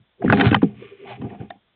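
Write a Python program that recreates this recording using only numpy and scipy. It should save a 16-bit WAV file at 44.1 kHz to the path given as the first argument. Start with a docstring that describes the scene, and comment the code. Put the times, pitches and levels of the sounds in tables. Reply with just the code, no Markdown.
"""An owl drops into a wooden nest box, heard by a narrow-band camera microphone inside, over steady hiss.
First a very faint thump, then to about 0.65 s body thumps, claw strikes and raking: bursts of force on box modes.
Next, quiet shuffling on wood shavings: random slips drive the modes, dry grains rustle.
From about 1.1 s a weaker flurry of blows and slides as it turns, dying away by 1.6 s."""
import sys
import numpy as np
from scipy import signal
from scipy.fft import rfft, irfft
from scipy.io import wavfile

SR = 44100
rng = np.random.default_rng(int(sys.argv[2]) if len(sys.argv) > 2 else 0)


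def put_to_file(sound):
    """Save the sound as 16-bit audio at rate SR, in the file named by the first command-line argument."""
    columns = np.atleast_2d(sound).T  # one column per channel
    safe = np.clip(columns, -1, 1)
    whole_steps = np.round(safe * 32767)
    wavfile.write(sys.argv[1], SR, whole_steps.astype(np.int16))


def voltage_ratio(decibels):
    """Convert decibels (scalar or array-like) to amplitude ratios, 20 dB per decade."""
    exponent = np.asarray(decibels, float) / 20
    return 10 ** exponent


N = 77175

# panel and air modes of the box: f/Hz, relative level/dB, t60/s (raised to 0.01 s if shorter)
BOX_MODES = [(80.2, -7.5, 0.2), (98.5, -12.5, 0.45), (124, 3, 0.11), (154.1, -2, 0.11), (206.25, 1, 0.24),
             (267.2, 3.5, 0.046), (322.5, -3, 0.049), (397.6, 0, 0.097), (450, -7, 0.11), (558, -14, 0.027),
             (723.4, -3.5, 0.084), (783, 1.5, .06), (1213, -11, 0.052), (1531.4, -5, 0.012),
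             (1671, -12.5, 0.042), (1832, -8.5, 0.021), (2540, -9.5, 0.016), (3115, -13, 0.015),
             (3550, -13, 0.0067)]
SWELL_CYCLES = 0.6  # time constant of each mode's swell

# circuit hiss spectrum: f/Hz, relative density/dB
HISS_COLOUR = [(24, -36), (40, -1.5), (547, -6.5), (616, -5), (895, -9), (1650, -9), (2910, -11),
               (3480, -4), (4400, -20), (5720, -84), (9680, -120)]
HISS_RMS_DB = -67.5  # ahead of the band limit

# weight shifting on the floor board: t/s, force level/dB
LEAN = [(.18, -60.5), (.21, -19), (.3, -29), (0.401, -14), (0.502, -7), (.61, -47.5), (.67, -24.5),
        (.74, -27.5), (.79, -32), (.9, -44), (0.979, -48.5), (1.101, -27.5), (1.161, -32), (1.3, -39),
        (1.47, -44.5), (1.5, -68)]
LEAN_HZ, LEAN_OCTAVES = 107, 0.66

# feathers and shavings rustling: t/s, dry level/dB
RUSTLE = [(.2, -74), (0.237, -57), (.248, -41.5), (0.273, -50), (.3, -37), (0.362, -36.5), (0.388, -30),
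          (0.426, -31.5), (0.427, -44.5), (0.438, -27), (.465, -21), (.5, -36), (0.521, -49.5), (.53, -34),
          (.57, -46.5), (.6, -57.5), (0.638, -52), (0.738, -65), (.79, -52), (0.851, -48.5), (.9, -54),
          (.965, -60), (.99, -56), (1.04, -55.5), (1.106, -39.5), (1.152, -48.5), (1.187, -62.5),
          (1.226, -56.5), (1.28, -61.5), (1.31, -53.5), (1.37, -66.5), (1.41, -56.5), (1.48, -70.5),
          (1.53, -63), (1.6, -86)]
# gentle contact spectrum: f/Hz, relative density/dB
GENTLE_COLOUR = [(500, -44.5), (900, -21), (1150, -12), (1400, -20), (2000, -8.5), (2560, -9), (3000, -12),
                 (3500, -17), (4000, -23.5), (6000, -42)]
# hard contact (scrape) spectrum: f/Hz, relative density/dB
SCRAPE_COLOUR = [(400, -32), (800, -6), (1500, -3), (2300, -6.5), (3000, -8.5), (3700, -8), (4400, -9),
                 (6000, -30)]
GRAINS_PER_S, GRAIN_SPREAD_DB, RUSTLE_RING_DB = 10000, 4.5, 1
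HARD_FROM_DB, HARD_SPAN_DB = -48.5, 14  # rustle level at which scrape sets in; range of the crossfade

# body pressing and sliding on the boards: t/s, force level/dB, centre f/Hz, breadth/octaves (0.1 at least)
SLIDE = [(.17, -51, 420, 0.15), (.2, -22, 416.4, 0.33), (.235, -16.5, 250, .8), (.27, 1.5, 160, .8),
         (.36, -9, 300, 0.92), (0.411, 0.5, 300, .9), (0.451, -8.5, 200, 1.12), (.49, -14, 200, 1.5),
         (.51, -30, 153, 1.6), (0.569, -23.5, 171, 0.75), (.6, -18.5, 123, .7), (0.702, -31, 304, 0.87),
         (0.779, -40.5, 302, 0.68), (0.824, -16.5, 430, 0.1), (.87, -36, 430, 0.46),
         (0.919, -23.5, 410, 0.067), (.97, -40.5, 400, 0.18), (1.038, -20, 398, .2), (1.07, -32, 450, 1.1),
         (1.11, -18.5, 750, 0.5), (1.149, -35, 715, .6), (1.19, -25.5, 192, 0.86), (1.25, -21.5, 250, 1.43),
         (1.29, -24, 203, 0.88), (1.348, -26.5, 400, 1.62), (1.371, -38.5, 212.4, 1.6),
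         (1.421, -21.5, 225.3, 1.13), (1.455, -40, 166.7, 2.2), (1.483, -32.5, 150, 0.58),
         (1.53, -41, 790, 0.1), (1.566, -46.5, 790, 0.41), (1.6, -75.5, 790, 0.17)]
SLIPS_PER_S, SLIP_SPREAD_DB = 3000, 2

# claws striking and raking the wood: t/s, peak level/dB, centre f/Hz, length/s, breadth/octaves (0.1 at least)
CLAWS = [(0.219, -21.5, 913, 0.0099, 0.53), (0.257, -27, 1600, 0.0097, .4),
         (.279, -17, 1595, 0.0034, 0.096), (0.299, -4.5, 1410, 0.0037, .5), (0.324, -3, 1100, .005, .9),
         (0.33, -8, 1500, .007, 0.89), (0.372, -17.5, 1318, 0.0024, .6), (0.397, -10.5, 2300, .005, .6),
         (.407, -3, 2000, .01, 0.88), (0.421, -22, 1485, 0.0065, 1.2), (0.43, -17, 1500, 0.021, 3.6),
         (0.509, -18, 2950, 0.0087, 1), (.525, -13, 1210, 0.012, .9), (0.544, -3.5, 1190, .006, .35),
         (0.544, -9, 3320, .005, 0.34), (0.56, -16.5, 872, 0.0077, 1.4), (0.618, -23.5, 1200, 0.0055, 0.76),
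         (.63, -20, 1200, 0.0049, 1.3), (1.094, -58, 735, .008, 0.17), (1.132, -39, 776, 0.0064, .2),
         (1.215, -32.5, 1200, 0.0096, 1.03), (1.3, -42.5, 2100, 0.0076, .3), (1.4, -45, 2000, 0.018, .3),
         (1.503, -26, 725, .006, 0.33), (1.504, -32.5, 1650, 0.0074, 0.3),
         (1.502, -33.5, 3550, 0.0074, 0.16)]
CLAW_ROUGH, CLAW_DRY_DB, CLAW_DAMPING_DB_PER_S = 0.84, -11, 202

# body blows on the boards: t/s, peak level/dB, centre f/Hz, length/s, damping by the leaning body/(dB/s)
THUMPS = [(0.0, -48, 137.4, 0.0074, 302), (.24, -12.5, 200, 0.0065, 303), (.246, -4, 270, 0.0084, 196.5),
          (.262, -17, 200, 0.013, 190), (.298, -10, 260, .008, 288.5), (.328, -7, 260, .006, 300),
          (.334, -9.5, 260, 0.0078, 190.5), (.423, -15, 200, .006, 599), (.462, -4, 120, 0.0052, 311),
          (.516, -5.5, 160, 0.0027, 499), (.529, -6, 200, 0.0071, 804.5), (.555, -12, 133, 0.0033, 300),
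          (.629, -1.5, 239, 0.011, 50.5), (1.197, -26.5, 120, 0.0017, 603.5), (1.221, -22, 220, 0.015, 404),
          (1.243, -20, 132.5, 0.031, 405), (1.264, -33, 250, .006, 602), (1.4, -24, 124, 0.0043, 497),
          (1.412, -27, 250, 0.0025, 502), (1.432, -32.5, 160, 0.03, 898.5),
          (1.518, -45.5, 190, 0.024, 396.5), (1.555, -45, 190, 0.0087, 397)]
THUMP_ROUGH, THUMP_DRY_DB, THUMP_OCTAVES = 0.37, -8.5, 0.63
SPOT_DB = 2.0  # random spread of each mode's level from blow to blow

BASS_CUT_HZ, EDGE_HZ, EDGE_WIDTH_HZ = 80, 3680, 1400
FULL_SCALE = 0.79
DITHER_RMS_DB = -103


def evened(x):
    """Scales x to unit rms."""
    return x / np.sqrt(np.mean(x ** 2) + 1e-20)


def add(mix, start_s, sound):
    """Adds sound into mix at start_s, cut at the end of mix."""
    part = mix[max(round(start_s * SR), 0):][:len(sound)]
    part += sound[:len(part)]


def level_curve_db(time_s, level_db):
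    """Level per sample from a table of points, -120 dB outside them."""
    return np.interp(np.arange(N) / SR, time_s, level_db, -120, -120)


def coloured(x, points):
    """Filters x by a spectrum drawn on a log-frequency axis."""
    f, db = np.transpose(points)
    hz = np.fft.rfftfreq(len(x), 1 / SR)
    gain_db = np.interp(np.log(hz + 1), np.log(f + 1), db)
    return irfft(rfft(x) * voltage_ratio(gain_db), len(x))


def clicks(per_s, spread_db):
    """Random clicks of either sign at unit rms overall; a few are large."""
    hit, size, sign = rng.random((N, 3)).T
    height = voltage_ratio(-spread_db * np.log(size + 0.0038))
    return evened((hit < per_s / SR) * height * np.sign(sign - 0.5))


def modes(seconds=0.3):
    """One dying sine per box mode, swelling softly over its first cycle or two."""
    t = np.arange(round(seconds * SR)) / SR
    hz, db, t60_s = np.transpose(BOX_MODES)[:, :, None]
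    t60_s = np.maximum(t60_s, 0.01)
    swell = (1 - np.exp(-t * hz / SWELL_CYCLES)) ** 2
    decay = voltage_ratio(db - 60 * t / t60_s)
    return swell * decay * np.sin(2 * np.pi * hz * t) / np.sqrt(t60_s * SR)


def reach(centre_hz, octaves):
    """Gaussian drive of each mode by a contact at centre_hz; octaves is its standard deviation."""
    distance_octaves = np.log2(np.array(BOX_MODES)[:, :1] / centre_hz)
    return np.exp(-0.5 * (distance_octaves / octaves) ** 2)


def hiss():
    """Circuit noise: white noise shaped to the hiss spectrum."""
    return voltage_ratio(HISS_RMS_DB) * evened(coloured(rng.standard_normal(N), HISS_COLOUR))


def lean():
    """Small slips under the feet stir mainly the lowest panels."""
    force = clicks(SLIPS_PER_S, SLIP_SPREAD_DB) * voltage_ratio(level_curve_db(*np.transpose(LEAN)))
    ring = (reach(LEAN_HZ, LEAN_OCTAVES) * modes()).sum(0)
    return signal.fftconvolve(force, ring)[:N]


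def rustle():
    """Dense grains, heard dry and through the box; hard contact turns the rustle into a wide scrape."""
    level_db = level_curve_db(*np.transpose(RUSTLE))
    hard = np.clip((level_db - HARD_FROM_DB) / HARD_SPAN_DB, 0, 1)
    grains = clicks(GRAINS_PER_S, GRAIN_SPREAD_DB)
    gentle = evened(coloured(grains, GENTLE_COLOUR))
    scrape = evened(coloured(grains, SCRAPE_COLOUR))
    direct = ((1 - hard) * gentle + hard * scrape) * voltage_ratio(level_db)
    return direct + voltage_ratio(RUSTLE_RING_DB) * signal.fftconvolve(direct, modes().sum(0))[:N]


def slide():
    """Uneven slips of the body; the place of contact wanders, and with it the modes that sound."""
    time_s, level_db, centre_hz, octaves = np.transpose(SLIDE)
    t = np.arange(N) / SR
    centre_hz = np.exp(np.interp(t, time_s, np.log(centre_hz)))
    share = reach(centre_hz, np.maximum(np.interp(t, time_s, octaves), 0.1))
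    force = clicks(SLIPS_PER_S, SLIP_SPREAD_DB) * voltage_ratio(level_curve_db(time_s, level_db))
    return signal.fftconvolve(force * share, modes(), axes=1).sum(0)[:N]


def blow(peak_db, centre_hz, length_s, octaves, damping_db_per_s, rough, dry_db):
    """A first hit and a short chatter of force: rings modes near its centre and is also heard dry."""
    ring = modes()
    t = np.arange(ring.shape[1]) / SR
    u = np.arange(2048) / SR / max(length_s, 0.001)
    chatter = rng.standard_normal(2048) * np.sin(np.pi * np.minimum(u, 1) ** 0.67)
    force = rough * chatter / np.sqrt(length_s * SR)
    force[0] += 1 - min(rough, 1)  # the first hit

    spot = voltage_ratio(SPOT_DB * rng.standard_normal((len(BOX_MODES), 1)))
    body = (reach(centre_hz, octaves) * spot * ring).sum(0) * voltage_ratio(-abs(damping_db_per_s) * t)
    edges_hz = centre_hz * 2.0 ** np.array([-octaves, octaves])
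    band = signal.butter(3, edges_hz, "band", fs=SR, output="sos")
    direct = signal.sosfilt(band, 1.0 * (t == 0))
    sound = signal.fftconvolve(force, evened(body) + voltage_ratio(dry_db) * evened(direct))
    return voltage_ratio(peak_db) * sound / abs(sound).max()


def claws():
    """Hard claw strikes: mostly chatter, all with the same damping."""
    out = np.zeros(N)
    for start_s, peak_db, hz, length_s, octaves in CLAWS:
        add(out, start_s, blow(peak_db, hz, length_s, max(octaves, 0.1),
                               CLAW_DAMPING_DB_PER_S, CLAW_ROUGH, CLAW_DRY_DB))
    return out


def thumps():
    """Soft body blows: less chatter, ringing damped by the leaning body."""
    out = np.zeros(N)
    for start_s, peak_db, hz, length_s, damping_db_per_s in THUMPS:
        add(out, start_s, blow(peak_db, hz, length_s, THUMP_OCTAVES,
                               damping_db_per_s, THUMP_ROUGH, THUMP_DRY_DB))
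    return out


def scene():
    """Thumps, claws, sliding, shifting weight and rustle, as one channel."""
    return (thumps() + claws() + slide() + lean() + rustle())[None]


def top_cut(x):
    """Nothing passes above the cut-off."""
    return signal.sosfilt(signal.butter(12, 4890, fs=SR, output="sos"), x)


def record(dry):
    """Camera microphone: thin bass, circuit hiss, narrow band, hard ceiling, faint white noise."""
    bass_cut = signal.butter(4, BASS_CUT_HZ, "high", fs=SR, output="sos")
    x = signal.sosfilt(bass_cut, dry) + hiss()
    hz = np.fft.rfftfreq(N, 1 / SR)
    loss_db = 20 * np.maximum((hz - EDGE_HZ) / EDGE_WIDTH_HZ + 0.5, 0) ** 3
    x = irfft(rfft(x) * voltage_ratio(-np.minimum(loss_db, 70)), N)
    x = np.clip(x, -FULL_SCALE, FULL_SCALE)
    mix = x + voltage_ratio(DITHER_RMS_DB) * rng.standard_normal(N)
    return top_cut(mix)


dry = scene()
out = record(dry)
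put_to_file(out)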